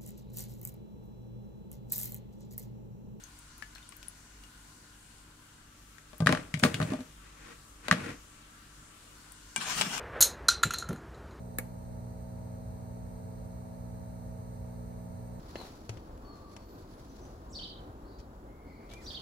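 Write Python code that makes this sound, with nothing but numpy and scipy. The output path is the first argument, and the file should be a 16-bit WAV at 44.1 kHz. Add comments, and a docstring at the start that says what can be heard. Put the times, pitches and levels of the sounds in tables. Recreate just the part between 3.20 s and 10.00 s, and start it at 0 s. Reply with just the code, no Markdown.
"""A gas flame hisses in a small kitchen while boiled figs drip from a wire skimmer back into the pot.
Near 3 s they tumble into a plastic bowl on the hob: each thumps the thin floor, slaps wetly and rolls,
droplets spatter, and the bowl rocks and chatters on the iron grate. At 4.7 s it drops back with a
sharp knock. From 6.4 s the skimmer clinks on the pot and plunges in again, rasping and sloshing."""
import sys
import numpy as np
from scipy import signal
from scipy.fft import rfft, irfft, next_fast_len
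from scipy.io import wavfile

SR = 44100
rng = np.random.default_rng(int(sys.argv[2]) if len(sys.argv) > 2 else 0)


def materialize(psi):
    """Save the field psi as 16-bit PCM at rate SR to the path in sys.argv[1].

    A 1-D psi becomes a single channel; in a 2-D psi each row is a channel.
    """
    bounded = np.clip(np.atleast_2d(psi).T, -1, 1)
    quanta = np.round(bounded * 32767).astype(np.int16)
    wavfile.write(sys.argv[1], SR, quanta)


N = 299791
TIME = np.arange(N) / SR
AGE = np.arange(SR // 2) / SR   # seconds since a hit

# stereo image of the noises, mono in the bass and wide on top: f/Hz, left-right correlation
STEREO_LIKENESS = [(60, 1), (150, 0.97), (290, 0.86), (640, 0), (1400, 0.37), (3000, 0.023), (15000, 0)]
# low room tone: f/Hz, density/dB
ROOM_SPECTRUM = [(20, 0), (35, -6), (48, 6.5), (70, -7), (100, -13), (120, -12.5), (145, -2.5),
                 (185, -10.5), (235, -6.5), (330, -15.5), (500, -21.5)]
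# mains hum: f/Hz, level/dB
HUM_PARTIALS = [(49.5, -65), (100, -67.5), (300, -71)]
# kitchen reverb: band centre f/Hz, level/dB, t60/s
KITCHEN_BANDS = [(120, 4.5, 0.32), (254, 3.5, 0.099), (520, -2, 0.29), (950, -6, 0.5), (2120, -1.5, 0.15),
                 (4500, -3, 0.27), (7900, -3.5, 0.073)]
# level of the gas flame as the listener moves: t/s, level/dB
FLAME_LEVEL = [(0, -56.5), (1.6, -57), (2.4, -58.5), (4.4, -57), (5.8, -56), (6.8, -53.5)]
# hiss of the flame: f/Hz, density/dB
HISS_SPECTRUM = [(200, -13), (350, 2.5), (520, 0), (800, 1.5), (1300, 4.5), (2300, 1), (3500, 0.5),
                 (5000, -1), (7500, 2.5), (10000, -2.5), (12000, -8), (15500, -13)]
# hollow around the pot, rung by the flame: f/Hz, width/Hz, level/dB
POT_CAVITY = [(1030, 53, 0.5), (1447, 100, 1.5), (1520, 55, -14), (2876, 59, -4.5), (4330, 250, -11)]
# hollow around the bowl, rung by the flame: f/Hz, width/Hz, level/dB
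BOWL_CAVITY = [(622, 27, -7.5), (1176, 46, 1.5), (1330, 46, 3.5), (1530, 84, -3.5), (2780, 150, -11)]

# drops falling into the pot: t/s, tick/dB, bubble/dB, bubble f/Hz, bubble t60/cycles
DROPS = [(.038, -55, -37.5, 6300, 66), (.189, -56.5, -53, 8100, 60), (.38, -56, -49, 9700, 20),
         (.424, -46, -34.5, 1696, 70), (.551, -55.5, -48.5, 4190, 360), (0.558, -55, -44, 1630, 30),
         (.582, -58, -50, 2590, 70), (.628, -70, -53, 3600, 180), (.691, -62, -36, 9000, 70),
         (.723, -54, -51, 2100, 61), (.725, -63, -49.5, 1110, 45), (.767, -55, -38, 12200, 50),
         (0.829, -52, -56, 2420, 54), (0.8832, -51, -29.5, 9780, 136), (1.237, -58, -49.5, 2800, 120),
         (2.783, -55, -59, 1630, 20), (2.981, -54, -55, 12200, 60), (6.121, -54, -42, 9360, 90)]
# showers of fine droplets from the mesh: t/s, attack/s, hold/s, t60/s, level/dB
SHOWERS = [(3.389, .004, .004, 0.088, -45), (3.43, 0.0027, 0.0091, 0.2, -37),
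           (3.475, 0.16, .008, 0.66, -55), (6.52, 0.068, 0.019, .05, -38.5), (6.626, 0.063, 0.044, .2, -49)]
# sizzle of those droplets: f/Hz, density/dB
SPATTER_SPECTRUM = [(3500, -9), (6500, 4.5), (9000, 6), (12000, -5), (15500, -5)]

# the skimmer jerking down the pot wall: t/s, attack/s, scrape/dB, slosh/dB
PLUNGE_STROKES = [(6.36, 0.024, -45, -48), (6.398, 0.017, -38.5, -67), (6.45, 0.057, -33.5, -50.5),
                  (6.56, 0.031, -36, -42.5), (6.61, 0.047, -43.5, -47), (6.689, 0.058, -36, -51.5)]
# wire scraping the pot: f/Hz, density/dB
SCRAPE_SPECTRUM = [(240, -41), (400, -10), (473, -7.5), (543, -17), (605, -6.5), (761, -4), (1100, -1),
                   (1400, -2), (1950, -7), (2840, -2), (4030, -8), (4840, -7), (5910, -6.5), (8030, -12),
                   (15500, -30)]
# water shoved aside: f/Hz, density/dB
SLOSH_SPECTRUM = [(70, -29), (120, -7.5), (165, 1.5), (240, -1.5), (320, -8.5), (500, -14.5), (900, -39)]
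# the skimmer striking the pot: t/s, ring/dB, crack/dB
RIM_HITS = [(6.3613, -29.5, -33.5), (6.3777, -45, -44), (6.612, -33, -24.5), (6.619, -46, -31),
            (6.779, -44, -38.5)]
# ring of the skimmer's rim: f/Hz, level/dB, t60/s
RIM_MODES = [(880, -10, 0.2), (1380, -23, 0.031), (1572, -2.5, 0.1), (2293, 3.5, 0.063), (2350, -4, 0.18),
             (2870, -8, 0.13), (3380, -3, 0.086), (6130, 1, 0.024), (7600, 14, 0.014), (8270, 11, 0.011),
             (9130, -3, 0.066)]

# figs rolling over the bowl floor: t/s, attack/s, hold/s, t60/s, rumble/dB, wet rub/dB
FIG_ROLLS = [(3.06, 0.046, 0.012, 0.45, -32.5, -34.5), (3.419, 0.019, 0.017, 0.36, -31.5, -34.5),
             (3.5, 0.19, 0.038, 0.42, -40.5, -44), (3.98, 0.083, .01, 0.48, -73, -55.5),
             (4.13, .16, .03, .2, -58.5, -48.5), (4.62, 0.036, 0.012, 0.17, -54.5, -46),
             (4.71, 0.034, 0.16, 0.23, -41, -40)]
# low drumming of rolling fruit: f/Hz, density/dB
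RUMBLE_SPECTRUM = [(35, -43.5), (60, -37), (86, 1), (128, -2.5), (161, 4), (206, -0.5), (302, 1),
                   (398, -9.5), (466, -7), (900, -15), (1170, -50), (1980, -120)]
# wet skin rubbing on plastic: f/Hz, density/dB
RUB_SPECTRUM = [(470, -37), (800, -15), (1240, -28), (1340, -1.5), (2300, -3.5), (2500, -6.5), (3710, -14),
                (10000, -20), (15000, -54)]
# the bowl singing under rolling fruit: f/Hz, width/Hz, level/dB
ROLL_RESONANCES = [(318, 50, -0.5), (473, 27, 4.5), (1090, 260, -4), (1880, 43, -5), (2480, 130, -9)]

# ring of the bowl's walls: f/Hz, level/dB, t60/s
WALL_MODES = [(247, 3.5, 0.12), (291, -1.5, 0.13), (361, -4.5, 0.065), (473, -1, 0.17), (607.4, 6, 0.12),
              (657, 7, 0.041), (764, 0, 0.051), (855, -7.5, 0.13), (1058, 3.5, 0.083), (1188, 4, 0.095),
              (1540, 2.5, 0.079)]
# dull pat of a fig's flesh: f/Hz, density/dB
PAT_SPECTRUM = [(280, -6), (600, 13), (1300, -1.5), (2200, -13)]
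# wet skin smacking plastic: f/Hz, density/dB
SLAP_SPECTRUM = [(600, -56), (1500, 1.5), (2200, 6), (3200, 2), (4200, 0.5), (6000, -6.5), (9500, -9.5),
                 (12000, -19), (16000, -41)]
# tight, damped clack of the bowl's foot on the grate: f/Hz, level/dB, t60/s
FOOT_MODES = [(1178, -5, 0.022), (1587, 3.5, 0.007), (1907, -4.5, 0.015), (2180, -30, 0.019),
              (3950, -21, 0.023)]
# the foot chattering: t/s, first clack/dB, first wall ring/dB, gap between touches/s, loss per touch/dB
FOOT_KNOCKS = [(3.0704, -16.5, -30.5, 0.021, 14), (3.125, -28.5, -38, 0.024, 4.5),
               (3.4369, -27, -40, 0.012, 5), (3.6015, -41, -47, 0.012, 0), (4.6836, -35.5, -44, .012, 21),
               (4.712, -16.5, -42, 0.014, 12)]
# figs landing in the bowl: t/s, thump f/Hz, thump/dB, wall ring/dB, wet slap/dB
FIG_LANDINGS = [(2.932, 302, -65, -53, -57.5), (3.004, 170, -27.5, -38, -43),
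                (3.0215, 157, -24.5, -40, -61), (3.062, 150, -24.5, -37.5, -35.5),
                (3.092, 171, -25, -28.5, -34), (3.125, 154, -29, -28.5, -32.5),
                (3.3409, 162.5, -28.5, -49.5, -32.5), (3.374, 151, -35, -55, -50),
                (3.397, 140, -55, -50, -44), (3.428, 213, -26.5, -44, -60), (3.434, 221, -21.5, -31, -43),
                (3.4365, 218, -25, -26.5, -21.5), (3.4494, 222, -22.5, -28.5, -36),
                (3.543, 138, -32, -47, -31.5), (3.6019, 157, -28.5, -33.5, -50),
                (3.616, 141, -30.5, -35.5, -40.5), (3.627, 149, -26.5, -59, -40),
                (3.703, 150, -37.5, -52, -50), (3.7204, 290, -27.5, -40.5, -54.5),
                (3.735, 261, -33.5, -39.5, -47), (3.79, 266, -40, -55, -62), (3.806, 262, -40.5, -57, -52),
                (4.6829, 294, -47, -35.5, -34), (4.7135, 187, -26.5, -45, -53),
                (4.7245, 180, -28.5, -32.5, -33.5)]


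def from_db(db):
    """Decibels to gain."""
    return 10 ** (np.asarray(db) / 20)


def rms_one(x):
    """Scale to unit rms."""
    return x / np.sqrt(np.mean(x ** 2) + 1e-20)


def unit_hit(x):
    """Scale a hit to unit rms over its first 10 ms."""
    return x / np.sqrt(np.mean(x[..., :SR // 100] ** 2) + 1e-20)


def pan(db):
    """Stereo gains with the left louder than the right by 'db'."""
    return from_db(np.array([[db], [-db]]) / 2)


def add(out, start_s, sound):
    """Drop a sound onto the timeline."""
    at = round(start_s * SR)
    out[:, at:at + sound.shape[-1]] += sound[..., :N - at]


def decay(t60):
    """The envelope of a hit, down 60 dB after t60 seconds."""
    return from_db(-60 * AGE / t60)


def swell(start_s, attack_s, hold_s, t60):
    """An envelope that ramps up, holds and dies away."""
    age = TIME - start_s
    release = from_db(-60 * np.maximum(age - attack_s - hold_s, 0) / t60)
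    return np.clip(age / attack_s, 0, 1) * release


def colour(white, spectrum):
    """EQ two unrelated noises and pull their bass to the centre; rms 1."""
    length = white.shape[-1]
    size = next_fast_len(length)
    log_hz = np.log(np.arange(size // 2 + 1) * SR / size + 1e-9)
    hz, db = np.transpose(spectrum)
    past_edge = np.abs(log_hz - np.clip(log_hz, np.log(hz[0]), np.log(hz[-1])))
    gain = from_db(np.interp(log_hz, np.log(hz), db) - 50 * past_edge)
    like_hz, likeness = np.transpose(STEREO_LIKENESS)
    alike = np.clip(np.interp(log_hz, np.log(like_hz), likeness), -1, 1)
    mid, side = rfft(white, size) * gain
    stereo = np.sqrt(1 + alike) * mid + np.sqrt(1 - alike) * side * [[1], [-1]]
    return rms_one(irfft(stereo, size)[:, :length])


def noise(spectrum, size=N):
    """Smooth stereo noise of a given spectrum."""
    return colour(rng.standard_normal((2, size)), spectrum)


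def grains(per_s, spread_db):
    """Two streams of random clicks of uneven size."""
    sizes = from_db(spread_db * np.minimum(rng.exponential(1, (2, N)), 4))
    signs = rng.choice([-1, 1], (2, N))
    fires = rng.random((2, N)) < per_s / SR
    return rms_one(sizes * signs * fires)


def drift(rate_hz):
    """A slow random wander on the order of 1."""
    knots = rng.standard_normal(1000)
    return np.interp(TIME * rate_hz, np.arange(len(knots)), knots)


def flutter(x, depth_db, rate_hz, bands):
    """Split a sound into bands that each swell and sink on their own; rms 1."""
    size = next_fast_len(N)
    spectrum = rfft(x, size)
    log_hz = np.log(np.arange(size // 2 + 1) * SR / size + 1)
    place = np.interp(log_hz, np.log([600, 12000]), [0, bands - 1])
    windows = (np.maximum(1 - np.abs(place - k), 0) for k in range(bands))
    slices = (irfft(spectrum * window, size)[:, :N] for window in windows)
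    return rms_one(sum(band * from_db(depth_db * drift(rate_hz)) for band in slices))


def resonate(x, resonances):
    """Play a sound through parallel resonators; rms 1."""
    return rms_one(sum(from_db(db) * signal.lfilter(*signal.iirpeak(hz, hz / width, fs=SR), x)
                       for hz, width, db in resonances))


def ring(hz, t60, rise=0):
    """A dying sine; its pitch bends up by the fraction 'rise' as it dies."""
    bend = 1 + rise * np.minimum(AGE / t60, 1) / 2
    return np.sin(2 * np.pi * hz * AGE * bend) * decay(t60)


def strike(modes, scatter_db, lag_s, detune=0):
    """Ring all modes with a fresh balance and optional detune; the right channel lags a touch."""
    strength, shift = rng.standard_normal((2, len(modes)))
    left = sum((-1) ** k * from_db(db + scatter_db * strength[k]) * ring(hz * (1 + detune * shift[k]), t60)
               for k, (hz, db, t60) in enumerate(modes))
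    right = np.interp(AGE - lag_s, AGE, left, left=0)
    return unit_hit(np.array([left, right]))


def burst(spectrum, t60, tail_db, tail_t60):
    """A crack of noise with a softer, longer tail that swells in behind it."""
    crack = decay(t60)
    tail = from_db(tail_db) * decay(tail_t60) * (1 - crack)
    return unit_hit(noise(spectrum, size=len(AGE)) * (crack + tail))


def room_tone():
    """The bed: low room noise and mains hum."""
    hum = sum(from_db(db) * np.sqrt(2) * np.sin(2 * np.pi * (hz * TIME + rng.random()))
              for hz, db in HUM_PARTIALS)
    return from_db(-60) * noise(ROOM_SPECTRUM) + hum


def gas_flame(to_bowl_s=2.19, back_at_pot_s=6.14, swing_s=0.34):
    """The flame flutters and rings the nearer vessel's hollow as the listener swings to the bowl and back."""
    level_db = np.interp(TIME, *np.transpose(FLAME_LEVEL))
    at_bowl = np.clip(np.minimum(TIME - to_bowl_s, back_at_pot_s - TIME) / swing_s, 0, 1)
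    roar = rng.standard_normal((2, N))
    hollow = np.sqrt(1 - at_bowl) * resonate(roar, POT_CAVITY)
    hollow += np.sqrt(at_bowl) * resonate(roar, BOWL_CAVITY)
    hiss = from_db(-0.3) * noise(HISS_SPECTRUM) * pan(db=2.5) + from_db(-5) * hollow * pan(db=0.5)
    return from_db(level_db) * flutter(hiss, depth_db=1.75, rate_hz=12, bands=10) * pan(db=1.5)


def kitchen_reverb(send, build_s):
    """Dense reflections off tiles and hob build fast and die away band by band."""
    response = 0
    for hz, db, t60 in KITCHEN_BANDS:
        octave = noise([(hz / np.sqrt(2), 0), (hz * np.sqrt(2), 0)], size=len(AGE))
        tail = octave * decay(t60) * (1 - np.exp(-(AGE / build_s) ** 2))
        unity_gain = np.sqrt(np.sqrt(2) * hz / SR / len(AGE))
        response += from_db(db) * rms_one(tail) * unity_gain
    return signal.fftconvolve(send, response, axes=1)[:, :N]


def drips():
    """A drop ticks on the water, brighter the smaller it is, and traps a bubble that chirps upward."""
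    out = np.zeros((2, N))
    for start_s, tick_db, bubble_db, hz, cycles in DROPS:
        tick_spectrum = [(0.6 * hz, -16), (1.05 * hz, 0), (1.5 * hz, -8), (7 * hz, -22)]
        tick = burst(tick_spectrum, t60=0.006, tail_db=-11, tail_t60=0.05) * pan(db=9.5)
        # the bubble is cut off below half its pitch
        low_cut = signal.butter(2, hz / 2, "high", fs=SR, output="sos")
        bubble = signal.sosfilt(low_cut, ring(hz, t60=cycles / hz, rise=0.093)) * pan(db=8)
        add(out, start_s, from_db(tick_db) * tick + from_db(bubble_db) * bubble)
    return out


def spatter():
    """Tiny droplets crackle as they shower into the bowl and as the mesh goes under."""
    envelope = sum(from_db(db) * swell(*timing) for *timing, db in SHOWERS)
    return envelope * colour(grains(per_s=1600, spread_db=2), SPATTER_SPECTRUM) * pan(db=5)


def skimmer_plunge():
    """The mesh rasps down the pot wall in shifting colours, rings the rim and shoves water aside."""
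    slips = grains(per_s=6000, spread_db=1)
    rim = strike(RIM_MODES, scatter_db=1, lag_s=0.0001)
    ringing = rms_one(signal.fftconvolve(slips, rim, axes=1)[:, :N])
    # the tone moves with the point of contact
    mesh = flutter(colour(slips, SCRAPE_SPECTRUM), depth_db=4, rate_hz=24, bands=30)
    rasp = (mesh + from_db(-11.5) * ringing) * pan(db=5)
    slosh = colour(grains(per_s=840, spread_db=1.8), SLOSH_SPECTRUM)
    out = np.zeros((2, N))
    for start_s, attack_s, scrape_db, slosh_db in PLUNGE_STROKES:
        envelope = swell(start_s, attack_s, hold_s=0.01, t60=0.41)
        out += envelope * (from_db(scrape_db) * rasp + from_db(slosh_db) * slosh)
    return out


def skimmer_clinks():
    """The wire rim cracks against the pot and rings briefly, damped by hand and water."""
    out = np.zeros((2, N))
    for start_s, ring_db, crack_db in RIM_HITS:
        crack = burst(SCRAPE_SPECTRUM, t60=0.012, tail_db=-15, tail_t60=0.07)
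        rim = strike(RIM_MODES, scatter_db=2, lag_s=0.0001)
        add(out, start_s, from_db(crack_db) * crack + from_db(ring_db) * rim)
    return out * pan(db=6.5)


def rolling_figs():
    """Lumpy fruit drums on the bowl floor while its wet skin sticks and peels, making the walls sing."""
    drumming = colour(grains(per_s=900, spread_db=0.5), RUMBLE_SPECTRUM)
    peeling = grains(per_s=2500, spread_db=2.5)
    skin = from_db(-5.5) * colour(peeling, RUB_SPECTRUM)
    singing = from_db(-7) * resonate(peeling, ROLL_RESONANCES)
    rub = (skin + singing) * pan(db=3)
    return sum(swell(*timing) * (from_db(rumble_db) * drumming + from_db(rub_db) * rub)
               for *timing, rumble_db, rub_db in FIG_ROLLS)


def bowl_walls():
    """The thin walls ring, detuned from hit to hit by the shifting load; soft flesh adds a dull pat."""
    modes = strike(WALL_MODES, scatter_db=2, lag_s=0.00015, detune=0.015)
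    pat = burst(PAT_SPECTRUM, t60=0.025, tail_db=-30, tail_t60=0.05)
    return (from_db(-1.5) * modes + from_db(-1) * pat) * pan(db=5.5)


def wet_slap():
    """The short, bright smack of something wet meeting plastic."""
    return burst(SLAP_SPECTRUM, t60=0.0091, tail_db=-14.5, tail_t60=0.096) * pan(db=6.5)


def bowl_chatter(touches):
    """The rocking bowl's foot clacks on the grate in even, mostly fading runs and shakes the walls."""
    out = np.zeros((2, N))
    for start_s, clack_db, wall_db, gap_s, loss_db in FOOT_KNOCKS:
        for k in range(touches):
            foot = strike(FOOT_MODES, scatter_db=1, lag_s=0.00007, detune=0.012)
            clack = foot * pan(db=2) + from_db(-9.5) * wet_slap()
            touch = from_db(clack_db) * clack + from_db(wall_db) * bowl_walls()
            add(out, start_s + k * gap_s, from_db(-k * loss_db) * touch)
    return out


def landing_figs():
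    """Each fig flexes the bowl floor with a thump, rings the walls and slaps its wet skin down."""
    out = np.zeros((2, N))
    for start_s, hz, thump_db, wall_db, slap_db in FIG_LANDINGS:
        thump = from_db(thump_db) * unit_hit(ring(hz, t60=0.075))
        add(out, start_s, thump + from_db(wall_db) * bowl_walls() + from_db(slap_db) * wet_slap())
    return out


def scene():
    """Hits and drips feed the kitchen reverb; rolls, spatter, plunge, flame and room tone stay dry."""
    low_cut = signal.butter(2, 60, "high", fs=SR, output="sos")   # small objects radiate little deep bass
    hits = signal.sosfilt(low_cut, landing_figs() + bowl_chatter(touches=3) + skimmer_clinks())
    drops = drips()
    reverb = kitchen_reverb(from_db(-8.5) * hits + from_db(-3) * drops, build_s=0.0013)
    textures = rolling_figs() + spatter() + skimmer_plunge()
    return hits + drops + reverb + textures + gas_flame() + room_tone()


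def record(dry):
    """Clip peaks at full scale, then cut the top steeply at 15.6 kHz."""
    high_cut = signal.ellip(10, 0.1, 80, 15600, fs=SR, output="sos")
    return signal.sosfilt(high_cut, np.clip(dry, -1, 1))


dry = scene()
out = record(dry)
materialize(out)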